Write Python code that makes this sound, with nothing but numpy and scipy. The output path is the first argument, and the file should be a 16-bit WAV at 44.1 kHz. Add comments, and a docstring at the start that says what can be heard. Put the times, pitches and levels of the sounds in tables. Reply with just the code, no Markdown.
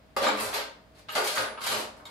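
"""In a small, hard-walled kitchen, a hand rummages through an open drawer in three bouts.
Knocks and slides are bursts of contacts, coloured as utensils, that also set the tray ringing.
Free metal pieces clink and plastic ones clack as sums of dying tones; a dragged handle gives a rising,
hollow note. Short bands of noise make the drawer rumble, over shaped air noise and an appliance's hum."""
import sys
import numpy as np
from scipy import signal
from scipy.fft import rfft, irfft
from scipy.io import wavfile

SR = 44100
rng = np.random.default_rng(int(sys.argv[2]) if len(sys.argv) > 2 else 0)


def file_out(sig):
    """Save sig as 16-bit WAV at sys.argv[1]."""
    # one column per channel
    cols = np.atleast_2d(sig).T
    # limit, then scale
    lim = np.clip(cols, -1, 1)
    pcm = np.round(lim * 32767).astype(np.int16)
    wavfile.write(sys.argv[1], SR, pcm)


N = 92610  # length of the scene [samples]

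# modes of the metal pieces that ring free: (frequency [Hz], level [dB], t60 [s])
LADLE = [(777, -16, 0.49), (1240, -5.5, 0.086), (2825, -8.5, 0.39), (2905, -11, 0.2), (6830, -22.5, 0.11)]
TEASPOON = [(7290, 1, 0.14)]
TONGS = [(2250, 2.5, 0.14), (4300, 5, 0.2), (4770, -13, 0.09)]
GRATER = [(2360, 2.5, 0.096), (3870, 2, 0.19), (3980, 1.5, 0.12)]
FORK = [(9895, 0, .66)]
WHISK = [(9600, 0.0058, 0.36)]
PEELER = [(11670, 5, 0.21), (11790, 0, 0.17)]
KNIFE = [(3160, 1.5, 0.23), (3230, -15, 0.11), (3820, -21, 0.18), (10000, -26, 0.22), (11200, -14, 0.34)]
SPOON = [(1150, -13, 0.3), (2190, -2.5, 0.13), (3710, 4.5, 0.085), (4150, -3, .08), (5370, -9, 0.15),
         (7420, -9, 0.18)]
# modes of the hollow plastic pieces: (frequency [Hz], level [dB], t60 [s])
TUB = [(1248, 1.5, 0.038), (1478, 0.5, 0.023), (1602, -1.5, 0.061), (1820, -10, 0.043)]
SPATULA = [(540.4, -2, 0.13), (885, -4, 0.053), (1183, 0, 0.071)]
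SCOOP = [(1205, 4, 0.035), (1416, -6.5, 0.035), (1592, -15.5, 0.1)]
LID = [(611.7, -1, 0.3), (690, -0.5, 0.21), (1185, -1.5, 0.091), (1440, 1.5, 0.055)]


def amp(db):
    """Decibels to gain."""
    return 10 ** (np.asarray(db) / 20)


def unit(x):
    """Scales to energy 1."""
    return x / np.sqrt(np.sum(x ** 2, -1, keepdims=True) + 1e-20)


def read(points, hz):
    """Reads a table of (frequency, value) on a log-frequency axis."""
    f, value = np.transpose(points)
    return np.interp(np.log(hz + 1), np.log(f + 1), value)


def add(mix, s, sound):
    """Mixes a sound in at a time in seconds, cut off at the end of the mix."""
    part = mix[:, round(s * SR):][:, :sound.shape[-1]]
    part += sound[..., :part.shape[-1]]


def seconds(length):
    """A time axis."""
    return np.arange(round(length * SR)) / SR


def wander(t, length, count):
    """A random curve through evenly spaced knots."""
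    return np.interp(t, np.linspace(0, length, count), rng.standard_normal(count))


def causal(gain_db, size=2048):
    """The sharpest (minimum-phase) impulse response with this spectrum, by folding its cepstrum."""
    cepstrum = irfft(np.log(amp(gain_db)))
    cepstrum[1:size] *= 2
    cepstrum[size + 1:] = 0
    return irfft(np.exp(rfft(cepstrum)))[:size]


def ringing(modes, size=32768):
    """Dying tones that build up over the time of contact; each level is the energy of its mode."""
    contact_s = 0.0006
    t = np.arange(size) / SR
    rise = 1 - np.exp(-(t / contact_s) ** 2)
    sound = 0
    for hz, db, t60 in modes:
        decay = np.exp(-np.log(1000) * t / t60)
        sound = sound + amp(db) * unit(rise * np.cos(2 * np.pi * hz * t) * decay)
    return sound


def paired(z, hz):
    """Blends two unrelated spectra until they are as alike as the two microphones hear the room."""
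    # left-right likeness: (frequency [Hz], correlation [0-1])
    likeness = [(60, 0.3), (150, 1), (280, 0.63), (500, 0.74), (900, 0.051), (2200, 0.063), (12000, 0.099)]
    angle = np.arcsin(np.clip(read(likeness, hz), -1, 1)) / 2
    return np.cos(angle) * z + np.sin(angle) * z[::-1]


def kitchen(direct, size=30000, count=8):
    """The path from one spot in the drawer: direct sound, a flurry of near reflections, a dense tail."""
    # reverberation: (frequency [Hz], t60 [s])
    reverb = [(150, 0.52), (400, 0.45), (1000, 0.5), (2800, 0.41), (4600, 0.38), (7300, .34), (13000, 0.22)]
    early_gain, early_s = 0.063, 0.014  # single reflections, within this time
    flurry_gain, flurry_s = 0.091, 0.0022  # extra gain at the start of the tail, and its fade
    hz, t, z = signal.stft(rng.standard_normal((2, size)), SR, nperseg=256)
    decay = np.exp(-np.log(1000) * t[:, None] / read(reverb, hz))
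    z = paired(z.swapaxes(1, 2), hz) * decay
    tail = signal.istft(z.swapaxes(1, 2), SR, nperseg=256)[1]
    flurry = flurry_gain * np.exp(-np.arange(tail.shape[1]) / SR / flurry_s)
    path = unit(tail * (1 + flurry))
    path[:, 0] += direct
    for side in path:
        arrivals = (rng.random(count) * early_s * SR).astype(int)
        side[arrivals] += early_gain * rng.choice([-1, 1], count)
    return path


def in_kitchen(sound, direct):
    """Sends a mono sound through a fresh path to the two microphones."""
    return signal.fftconvolve(sound[None], kitchen(direct), axes=1)


def background():
    """Shaped noise for the quiet room, and steady tones wavering in level and phase for an appliance."""
    # colour of the air noise: (frequency [Hz], relative density [dB per Hz])
    air_colour = [(24, -33), (40, -10.5), (239, -10), (313, -15.5), (382, -17), (454, -13), (527, -15.5),
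                  (612, -11.5), (824, -18), (4680, -31), (5160, -33), (5560, -37), (15000, -44)]
    # appliance tones: (frequency [Hz], level before wavering [dB])
    hum = [(60, -66.5), (99, -69), (293, -70), (587, -76.5), (636, -69), (5001, -81.5)]
    air_db, hum_waver = -58.5, 0.55
    hz, t = np.fft.rfftfreq(N, 1 / SR), np.arange(N) / SR
    noise = paired(rfft(rng.standard_normal((2, N))), hz)
    air = irfft(noise * amp(read(air_colour, hz)), N)
    out = amp(air_db) * np.sqrt(N) * unit(air)
    for tone_hz, db in hum:
        swell = hum_waver * wander(t, t[-1], 20)
        drift = hum_waver * wander(t, t[-1], 20)
        tone = np.sin(2 * np.pi * tone_hz * t + 2 * drift)
        out = out + amp(db) * np.sqrt(2) * (1 + swell) * tone
    return out


def drawer():
    """Short low rumbles, each a narrow band of noise, as the drawer shifts and its panels boom."""
    # rumbles: (time [s], length [s], centre frequency [Hz], level [dB])
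    rumbles = [(0.172, 0.09, 112, -55.5), (0.252, 0.17, 301, -44), (.28, 0.16, 214, -47.5),
               (0.405, 0.092, 221.5, -53), (0.414, 0.1, 108, -56.5), (1.195, 0.081, 370, -42.5),
               (1.369, 0.11, 114, -55), (1.636, 0.22, 112, -60)]
    width_hz = 10  # from the centre to a gain of 1/e
    out, hz = np.zeros((2, N)), np.fft.rfftfreq(SR, 1 / SR)
    for s, length, centre_hz, db in rumbles:
        t = seconds(length)
        band = np.exp(-((hz - centre_hz) / width_hz) ** 2)
        noise = irfft(rfft(rng.standard_normal(SR)) * band)
        swell = np.sin(np.pi * t / length)
        add(out, s, amp(db) * np.sqrt(len(t)) * unit(noise[:len(t)] * swell))
    return out


def drag():
    """A plastic handle sticks and slips along the tray; its hollow note rises as it goes."""
    # the drag: (length [s], from frequency [Hz], to frequency [Hz], level [dB])
    course = (0.1571, 501.5, 673.5, -35.5)
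    start_s, direct = 0.172, 1  # begins after the first knock
    slips_per_s, slip_jitter, slip_depth = 91, 0.22, 0.49  # jitter in slips, depth 0-1
    roughness = 0.64  # phase wander [rad]
    length, from_hz, to_hz, db = course
    t = seconds(length)
    slips = slips_per_s * t + slip_jitter * wander(t, length, 9)
    grip = 1 - slip_depth * np.cos(np.pi * slips) ** 2
    rough_phase = roughness * wander(t, length, 16)
    glide_hz = np.linspace(from_hz, to_hz, len(t))
    note = np.sin(2 * np.pi * np.cumsum(glide_hz) / SR + rough_phase)
    sound = note * grip * np.sqrt(np.sin(np.pi * t / length))
    out = np.zeros((2, N))
    add(out, start_s, amp(db) * np.sqrt(len(t)) * unit(in_kitchen(sound, direct)))
    return out


def struck(events, direct):
    """Pieces that lie free speak at once when struck, and ring on, mode by mode."""
    out = np.zeros((2, N))
    for s, db, piece in events:
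        path = kitchen(direct)
        for mode in piece:
            heard = signal.fftconvolve(ringing([mode])[None], path, axes=1)
            add(out, s, amp(db + mode[1]) * unit(heard))
    return out


def plastic_clacks():
    """Hollow clacks: the low modes of plastic, most of them dying fast."""
    # clacks: (time [s], gain on the modes [dB], piece)
    clacks = [(.166, 3, SPATULA), (.268, 2, SCOOP), (1.156, -3.5, LID), (1.177, -4, LID),
              (1.3745, 0.5, TUB), (1.717, -8.5, SCOOP)]
    return struck(clacks, direct=0.82)


def metal_clinks():
    """Clear clinks: the mostly higher modes of metal, many ringing longer."""
    # clinks: (time [s], gain on the modes [dB], piece)
    clinks = [(.264, -7.5, GRATER), (.269, -10.5, TEASPOON), (.408, -15, WHISK), (0.542, -18.5, PEELER),
              (1.091, -5, LADLE), (1.120, -25, PEELER), (1.274, -10.5, TONGS), (1.398, -15, FORK),
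              (1.668, -8.5, KNIFE), (2.054, -22, SPOON)]
    return struck(clinks, direct=1.07)


def utensil(contacts, levels_db, count=64):
    """Contacts excite one utensil with its own short random modes, and sound through the kitchen."""
    # centres of thud, clack, clatter and tick: (frequency [Hz], ...)
    band_hz = [500, 1200, 3400, 8500]
    # colour of a contact: (frequency [Hz], gain [dB])
    contact_colour = [(50, -38.5), (150, -21), (240, -8), (330, -5), (500, -0.5), (750, 0.5), (1250, -4),
                      (1900, -7), (2800, -9.5), (4600, -7.5), (5800, -13.5), (9000, -14.5), (12200, -14.5),
                      (13300, -21.5), (15800, -36)]
    low_hz, top_hz, middle_t60_s, body_db = 1893, 13134, 0.021, -11.5
    where, strength, damping = rng.random((3, count))
    hz = low_hz + (top_hz - low_hz) * where
    modes = zip(hz, -10 * strength, middle_t60_s * (0.5 + damping))
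    body = amp(body_db) * unit(ringing(modes, size=4096))
    body[0] += 1  # the bare contact
    f = np.fft.rfftfreq(4096, 1 / SR)
    balance_db = read(list(zip(band_hz, levels_db)), f)
    colour = causal(read(contact_colour, f) + balance_db)
    sound = signal.fftconvolve(signal.fftconvolve(contacts, colour), unit(body))
    return in_kitchen(sound, direct=0.18)


def knock(size=2048):
    """One blow and its quickly dying chatter of random bounces."""
    knock_db = 45.5
    bounces_per_s, bounce_fade_s, bounce_size = 450, 0.0077, 0.91  # size against the blow
    t = np.arange(size) / SR
    sizes = bounce_size * rng.standard_normal(size)
    contacts = sizes * (rng.random(size) < bounces_per_s / SR) * np.exp(-t / bounce_fade_s)
    contacts[0] = 1
    return amp(knock_db) * unit(contacts)


def slide(start, fastest, end, size=16384):
    """A run of small uneven contacts that swells and dies with the push of the hand."""
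    slide_db, contacts_per_s, spread_db, push_curve = 15, 270, 5, 0.93
    sizes_db = spread_db * np.clip(rng.standard_normal(size), -2, 2)
    sizes = amp(sizes_db) * rng.choice([-1, 1], size)
    contacts = unit(sizes * (rng.random(size) < contacts_per_s / SR)) * np.sqrt(size)
    push = np.interp(start + np.arange(size) / SR, [start, fastest, end], [0, 1, 0])
    return amp(slide_db) * contacts * push ** push_curve


def rummage(count=3):
    """Knocks, and slides from piece to piece; the firmer the pile rests on the tray, the more it rings."""
    # utensils knocking: (time [s], thud, clack, clatter and tick, each a relative level [dB])
    knocks = [(0.1652, -34.5, -27.5, -33, -36.5), (0.219, -32.5, -30, -51, -40.5),
              (.232, -32.5, -25, -36.5, -41), (.267, -32, -27.5, -30, -40),
              (.280, -32.5, -26.5, -33.5, -50), (.385, -69, -33.5, -33, -43), (.401, -53, -29.5, -58, -31),
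              (0.53, -42, -34.5, -36, -42), (.541, -41.5, -32, -31.5, -34.5), (.983, -66, -57, -61, -58.5),
              (1.086, -52, -39.5, -37.5, -60), (1.135, -52, -52, -39, -75),
              (1.1519, -41, -29.5, -30, -35.5), (1.160, -35.5, -35, -28, -52),
              (1.178, -31.5, -31.5, -40, -35), (1.272, -50, -39, -29.5, -33.5),
              (1.359, -49, -31, -32.5, -46), (1.3779, -35.5, -37, -29, -36), (1.396, -36, -56, -44, -46),
              (1.434, -44.5, -38, -39.5, -56), (1.576, -62, -36.5, -46, -72), (1.618, -61, -36, -51, -44.5),
              (1.638, -61, -36, -37, -36), (1.665, -47.5, -27.5, -35.5, -31.5),
              (1.742, -40, -35.5, -34, -47), (1.794, -37, -44.5, -50, -67), (1.967, -59, -54, -62, -60),
              (1.999, -56.5, -47, -76, -70), (2.054, -57, -43, -48, -50.5)]
    # utensils sliding over each other:
    # (start [s], fastest [s], end [s], thud, clack, clatter and tick, each a relative level [dB])
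    slides = [(0.172, 0.22, 0.38, -39.5, -39, -31, -41.5), (0.334, 0.412, 0.59, -42, -37.5, -41.5, -36.5),
              (0.519, 0.575, 0.63, -34.5, -33.5, -31, -37), (0.944, 0.972, 1.004, -58, -53.5, -50.5, -56.5),
              (1.079, 1.147, 1.47, -48, -35.5, -38.5, -38), (1.218, 1.25, 1.462, -40, -38, -34.5, -32),
              (1.327, 1.375, 1.49, -44.5, -40, -45, -50), (1.395, 1.414, 1.62, -49, -46, -61, -86),
              (1.59, 1.671, 1.845, -42, -36, -30.5, -34.5), (1.682, 1.697, 1.86, -38, -36.5, -42, -34.5)]
    # modes of the tray and drawer: (frequency [Hz], level [dB], t60 [s])
    tray = [(220.7, -24, 0.62), (300, -33.5, 0.33), (427.8, -20.5, 0.18), (528.7, -23.5, 0.13),
            (615.6, -23.5, 0.13), (693, -42, 0.74), (820, -47.5, 0.8), (922.6, -25.5, 0.14),
            (1170, -42, 0.067), (1254, -36, 0.031), (1568.5, -23.5, 0.2)]
    # how firmly the pile rests on the tray: (time [s], firmness [0-1])
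    seating = [(0, 0.5), (1.52, 0.81), (1.65, 0.83), (2.1, 0.44)]
    shift_s = 0.035  # a sliding utensil meets another neighbour this often
    out = np.zeros((2, N))
    for s, *levels_db in knocks:
        add(out, s, utensil(knock(), levels_db))
    for start, fastest, end, *levels_db in slides:
        contacts = slide(start, fastest, end)
        neighbour = np.arange(len(contacts)) / SR // shift_s % count
        for k in range(count):
            add(out, start, utensil(contacts * (neighbour == k), levels_db))
    seated = np.clip(np.interp(np.arange(N) / SR, *np.transpose(seating)), 0, 1)
    tray_ring = signal.fftconvolve(out * seated, ringing(tray)[None], axes=1)[:, :N]
    return out + tray_ring


def scene():
    """The drawer and its contents over the quiet kitchen."""
    contents = rummage() + metal_clinks() + plastic_clacks() + drag()
    return contents + drawer() + background()


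def record(dry):
    """The slight imbalance of the microphones, then the band limit."""
    # microphone balance: (frequency [Hz], left minus right [dB])
    lean = [(250, -1), (500, 1), (1200, 0.3), (4500, 1), (9000, -1), (14000, -1.5)]
    edge_hz = 15750
    half_db = read(lean, np.fft.rfftfreq(N, 1 / SR)) / 2
    heard = irfft(rfft(dry) * amp([half_db, -half_db]), N)
    low_pass = signal.firwin(511, edge_hz, window=("kaiser", 9), fs=SR)
    return signal.oaconvolve(heard, low_pass[None], "same")


dry = scene()
out = record(dry)
file_out(out)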